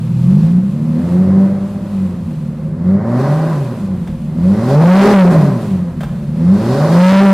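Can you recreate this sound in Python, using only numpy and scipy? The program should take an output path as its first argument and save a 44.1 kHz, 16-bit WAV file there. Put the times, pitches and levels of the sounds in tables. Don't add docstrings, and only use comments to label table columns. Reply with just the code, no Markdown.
import sys
import numpy as np
from scipy import signal
from scipy.fft import rfft, irfft, next_fast_len
from scipy.io import wavfile
from scipy.ndimage import uniform_filter1d, minimum_filter1d, map_coordinates

SR = 44100
rng = np.random.default_rng(int(sys.argv[2]) if len(sys.argv) > 2 else 0)


def unload_wav(signal):
    wavfile.write(
        sys.argv[1],
        SR,
        np.round(np.clip(np.atleast_2d(signal).T, -1, 1) * 32767).astype(np.int16),
    )


N = 323253
IDLE_HZ = 75


def amp(db):
    return 10 ** (np.asarray(db) / 20)


def unit(x):
    return x / np.sqrt(np.mean(x ** 2) + 1e-20)


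def along(points, hz):
    f, v = np.transpose(points)
    return np.interp(np.log(hz + 1), np.log(f + 1), v)


def curve(rows):
    s, values = np.transpose(rows)
    return np.interp(np.arange(N) / SR, s, values)


def wobble(rate):
    knots = rng.standard_normal(int(N * rate / SR) + 4)
    return map_coordinates(knots, [np.arange(N) * rate / SR])


def lagged(x, lag_s):
    keep = np.exp(-1 / (lag_s * SR))
    return signal.lfilter([1 - keep], [1, -keep], x - x[0]) + x[0]


def filtered(x, response):
    m = next_fast_len(N + SR // 2)
    return irfft(rfft(x, m) * response(np.fft.rfftfreq(m, 1 / SR)), m)[..., :N]


def spread(pair, spectrum):
    # frequency in Hz, left-minus-right over left-plus-right in dB.
    width_points = [(30, -25), (130, -29.5), (290, -24.5), (640, -20), (1410, -14.5), (3100, -8.5),
                    (6820, -4), (15000, -1.5)]

    def response(hz):
        turn = np.arctan(amp(along(width_points, hz)))
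        return amp(along(spectrum, hz)) * np.array([np.cos(turn), np.sin(turn)])

    mid, side = filtered(pair, response)
    return unit(np.array([mid + side, mid - side]))


def puffs(firings, depth, scatter_db):
    size = amp(scatter_db * rng.standard_normal(int(firings.max()) + 2))
    shape = 1 + np.clip(depth, 0, 1) * np.cos(2 * np.pi * firings)
    return shape * np.interp(firings, np.arange(len(size)), size) * rng.standard_normal((2, N))


def law(rule, rate, throttle):
    idle_db, octave_db, throttle_db = rule
    octaves = np.maximum(np.log2(rate / IDLE_HZ), 0)
    return idle_db + octave_db * octaves + throttle_db * throttle


def harmonic_levels(rate, throttle):
    # frequency in Hz, gain in dB.
    silencer = [(38, -43.5), (75, -38), (92, -25.5), (100, -32), (114, -25), (130, -19), (142, -20),
                (154, -13.5), (165, -19), (183, -12), (196, -13), (206, -22), (240, -24), (275, -37),
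                (325, -37), (370, -27.5), (410, -26), (470, -36.5), (560, -25), (640, -28), (820, -29.5)]
    # level at idle speed in dB, slope in dB per octave of speed,
    # rise from shut to open throttle in dB, extra level when just started in dB.
    balance = [(2.5, 0, 7.5, -1.5), (-5, 1.5, 15.5, 0), (-8.5, -4, 18, 6.5), (-16.5, -4, 21.5, 7.5)]
    settle_s = 1.47
    fresh = np.exp(-(np.arange(N) / SR / settle_s) ** 4)
    octaves = np.log2(rate / IDLE_HZ)
    return [along(silencer, k * rate) + db + octave_db * octaves + open_db * throttle + fresh_db * fresh
            for k, (db, octave_db, open_db, fresh_db) in enumerate(balance, 1)]


def tones(rate, firings, levels_db, roar_db):
    # centre in Hz, width in Hz, relative strength in dB.
    resonances = [(340.3, 148, 3), (571, 69, 5), (800, 82, -8)]

    def pipe(f):
        return sum(amp(db) / (1 + (2 * (f - hz) / width) ** 2) for hz, width, db in resonances)

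    climb = uniform_filter1d(np.gradient(np.log(rate)) * SR, size=SR // 8)
    load_db = 12 * np.clip(4 * climb - .4, -1, 0)
    low = sum(amp(db + 0.76 * wobble(10)) * np.sin(2 * np.pi * k * firings + k)
              for k, db in enumerate(levels_db, 1))
    high = sum(pipe(k * rate) * amp(3 * wobble(16)) * np.sin(2 * np.pi * k * firings + 1.1 * wobble(20))
               for k in range(5, 9))
    return np.sqrt(2) * (low + amp(roar_db - 10 + load_db) * high)


def boom(firings):
    cylinder_kicks = [-0.32, -2.85, -0.15, -1.4, -0.32, -1.17, 0.84, -1.25, -1.2, -0.21]
    # frequency in Hz, relative level in dB per Hz.
    colour = [(41, -46), (70, -34), (91, -10.5), (118, -4.5), (140, -1.5), (189, 2), (208, -2), (253, -9.5),
              (275, -43.5), (320, -40), (420, -43), (700, -120)]
    beats = np.flatnonzero(np.diff(np.floor(firings)))
    kicks = np.zeros(N)
    kicks[beats] = 0.73 * np.resize(cylinder_kicks, len(beats)) + 0.58 * rng.standard_normal(len(beats))
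    noise = rng.standard_normal((2, N))
    return spread([unit(kicks) + 1.5 * noise[0], noise[1]], colour)


def roar(rate, firings):
    # frequency in Hz, relative level in dB per Hz.
    slow_colour = [(160, -34), (270, -21.5), (309, 4), (376, 0.5), (444, -10), (534, 4), (575, -11.5),
                   (644, -9), (707, -7.5), (768, -11.5), (994, -10.5), (1600, -20), (2140, -22),
                   (2600, -54), (3200, -40), (4160, -65), (7040, -120)]
    fast_colour = [(150, -10.5), (260, 1.5), (321, -11), (372, -1), (483, -14), (572, 2.5), (676, -14),
                   (759, -7), (870, -15.5), (997, -9), (1340, -19.5), (1570, -18), (1740, -24.5),
                   (1930, -22), (3200, -57), (4160, -89), (7040, -120)]
    fast = np.clip((rate - 85) / 40, 0, 1)
    slow_gas = spread(puffs(firings, depth=0.1, scatter_db=.8), slow_colour)
    fast_gas = spread(puffs(firings, depth=0.2, scatter_db=.3), fast_colour)
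    return np.sqrt(1 - fast) * slow_gas + np.sqrt(fast) * fast_gas


def hiss(firings):
    # frequency in Hz, relative level in dB per Hz.
    colour = [(1180, -10.5), (2000, -12.5), (2280, -6), (2480, -2), (2820, -6), (3440, -8), (4370, -10),
              (5100, -15), (7840, -12.5), (11000, -14.5), (14400, -20.5), (15600, -29)]
    return spread(puffs(firings, depth=0.072, scatter_db=.5), colour)


def intake(level_db):
    # centre in Hz, width in Hz.
    hz, width = (4400, 2700)

    def duct(f):
        return (1j * f * width / (hz * hz - f * f + 1j * f * width)) ** 2

    air = spread(rng.standard_normal((2, N)), [(20, 0)])
    return amp(level_db) * unit(filtered(air, duct))


def pops():
    # start in seconds, level in dB, thump over crack in dB before its filter.
    pop_rows = [(4.0715, -36, 19), (5.9986, -55.5, 28), (6.0058, -30, 21), (6.03, -30, 19)]
    # frequency in Hz, relative level in dB before a random offset, t60 in seconds.
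    tail_pipes = [(583, 0, .06), (800, -3, .05), (1500, -10, .05), (2700, -17, .06), (3150, -18, .08),
                  (3450, -18, .1), (3620, -19, .08)]
    out, t = np.zeros(N + SR), np.arange(SR // 5) / SR
    dull = signal.butter(2, [250, 1400], "band", fs=SR, output="sos")
    for s, db, thump_db in pop_rows:
        crack = amp(-60 * t / .1) * rng.standard_normal(len(t))
        thump = amp(thump_db - 60 * t / .09) * signal.sosfilt(dull, rng.standard_normal(len(t)))
        ring = sum(amp(level + rng.normal(0, 2) - 60 * t / t60) * np.sin(2 * np.pi * hz * t)
                   for hz, level, t60 in tail_pipes)
        onset = 1 - np.exp(-t / 0.0022)
        out[round(s * SR):][:len(t)] += amp(db) * onset * (crack + thump + amp(9.0) * ring)
    return filtered(out[:N], lambda hz: 1 / (1 + 1j * hz / 5000))


def rumble():
    # frequency in Hz, relative level in dB per Hz.
    colour = [(12, -48), (20, -19), (43, -4), (70, -14), (75, -15), (98, -34), (160, -120)]
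    return spread(rng.standard_normal((2, N)), colour)


def garage(x):
    # frequency in Hz, t60 in seconds.
    decay = [(100, 0.97), (1000, 0.95), (10000, 0.86)]
    hz, t, z = signal.stft(rng.standard_normal((2, SR)), SR, nperseg=256)
    tail = signal.istft(z * amp(-60 * t / along(decay, hz)[:, None]), SR, nperseg=256)[1]
    late = np.pad(x, (600, 0))[None]
    wet = signal.fftconvolve(late, tail / np.linalg.norm(tail[0]), axes=1)[:, :N]
    return spread(wet, [(20, 0)]) * np.sqrt(np.mean(x ** 2))


def scene():
    rate = curve([(0.0, 38.9), (0.22, 42.2), (0.41, 52), (0.63, 63.7), (0.77, 74.8), (0.94, 80),
                  (1.2, 92.2), (1.33, 95.5), (1.6, 98.3), (1.9, 100.5), (2.06, 92.7), (2.33, 77.9),
                  (2.49, 74.9), (2.74, 78.6), (2.94, 97.7), (3.18, 126.6), (3.32, 150), (3.5, 163),
                  (3.63, 133), (3.82, 99.3), (4.1, 81.8), (4.2, 74.2), (4.33, 76.9), (4.58, 106),
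                  (4.76, 147.2), (4.88, 176), (5.0, 197.8), (5.1, 209), (5.2, 187.4), (5.37, 159.8),
                  (5.59, 113.8), (5.78, 88.9), (5.92, 84.8), (6.06, 71.7), (6.3, 73.5), (6.47, 87.9),
                  (6.66, 116.7), (6.8, 146.4), (6.92, 167.6), (7.04, 182.1), (7.21, 198.4), (7.33, 193.8)])
    throttle = curve([(0.0, 0.1), (0.25, 0.41), (0.45, 0.63), (0.62, 0.06), (0.95, 0.58), (1.1, 0.6),
                      (1.42, 0.6), (1.5, 0.23), (1.68, 0.1), (1.85, .05), (2.1, 0.21), (2.3, 0.02),
                      (2.5, 0.15), (2.78, 0.18), (2.87, 0.61), (3.04, 0.72), (3.2, .9), (3.35, 0.49),
                      (3.57, 0.36), (3.72, 0.19), (4.2, 0.04), (4.33, 0.3), (4.45, 0.67), (4.56, 0.83),
                      (4.76, 0.85), (5.07, 1), (5.2, 0.74), (5.47, 0.53), (5.6, 0.43), (6.06, 0.06),
                      (6.31, 0.3), (6.46, .85), (6.58, 0.87), (6.72, 1), (6.85, 0.92), (7.05, .9),
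                      (7.2, 0.69), (7.33, .8)])
    swell_db = curve([(0, 1), (4.68, 0.5), (4.78, 12), (5.0, 14), (5.2, 15.5), (5.46, 4.5), (5.51, 1.5),
                      (6.9, -1), (7.0, 14), (7.1, 20), (7.33, 13.5)])
    hiss_db = curve([(0.0, -48), (0.45, -44.5), (0.53, -47), (0.6, -49.5), (1.02, -48.5), (1.1, -45.5),
                     (1.2, -48), (2.3, -50), (2.6, -53.5), (3.0, -53.5), (3.15, -48), (3.2, -42),
                     (3.5, -42.5), (4.0, -50), (4.33, -51.5), (4.7, -39.5), (4.8, -41), (5.03, -33),
                     (5.3, -39.5), (5.95, -51), (6.32, -50), (6.66, -38.5), (6.95, -34), (7.08, -34.5),
                     (7.16, -37.5), (7.33, -36.5)])
    rumble_db = curve([(0.0, -36), (0.4, -23), (1.0, -47), (1.43, -51), (1.63, -32.5), (2.7, -31),
                       (3.3, -47), (4.1, -25), (5.2, -36.5), (5.82, -36), (6.04, -24.5), (6.7, -31),
                       (7.33, -46.5)])
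    # level at idle in dB, change in dB per octave of speed, rise from shut to open throttle in dB.
    boom_law = (-20.5, -6, 5.5)
    intake_law = (-11, 2.32, 8.3)
    roar_law = (-39, 10.9, 13.8)

    boom_db, intake_db = law(boom_law, rate, throttle), law(intake_law, rate, throttle)
    roar_db = law(roar_law, rate, lagged(throttle, lag_s=0.079))
    firings = np.cumsum(rate) / SR + 0.029 * wobble(12)

    direct = amp(swell_db) * tones(rate, firings, harmonic_levels(rate, throttle), roar_db)
    gas = amp(boom_db + 1.54 * wobble(6)) * boom(firings)
    gas = gas + amp(roar_db + 0.5 * wobble(14)) * roar(rate, firings)
    gas = gas + amp(hiss_db + 0.9 * wobble(12)) * hiss(firings)
    gas = gas + intake(hiss_db + intake_db + 0.6 * wobble(8.3))
    deep = amp(rumble_db + 1.1 * wobble(2.8)) * rumble()
    cracks = pops()
    near = direct + amp(0.73 * swell_db) * gas + deep + cracks
    echo = amp(-11) * garage(direct) + amp(-5) * garage(cracks)
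    return (near + echo) * amp([[-.15], [.15]])


def record(dry):
    top = 1.5
    leak = .45 * filtered(dry, lambda hz: (1j * hz / (1200 + 1j * hz)) ** 2)
    body = dry - leak
    clipped = leak + body / (1 + np.abs((body + .14) / top) ** 10) ** (1 / 10)
    tilted = 0.89 * filtered(clipped, lambda hz: 1j * hz / (100 + 1j * hz))

    peaks = -minimum_filter1d(-np.abs(tilted).max(axis=0), size=SR // 100)
    quick = uniform_filter1d(np.minimum(1, .95 / (peaks + 1e-9)), size=SR // 100)
    slow = np.minimum(1, .95 / (uniform_filter1d(peaks, size=SR // 10) + 1e-9))
    held = tilted * np.minimum(slow, quick)

    pressed = -minimum_filter1d(-np.clip((1 - slow) / .12, 0, 1), size=SR // 8)
    lasting = uniform_filter1d(pressed, size=SR // 20)
    ceiling = 1.3 - .52 * lasting
    shaved = held / (1 + np.abs(held / ceiling) ** 12) ** (1 / 12)
    return filtered(shaved, lambda hz: hz < 15740)


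dry = scene()
out = record(dry)
unload_wav(out)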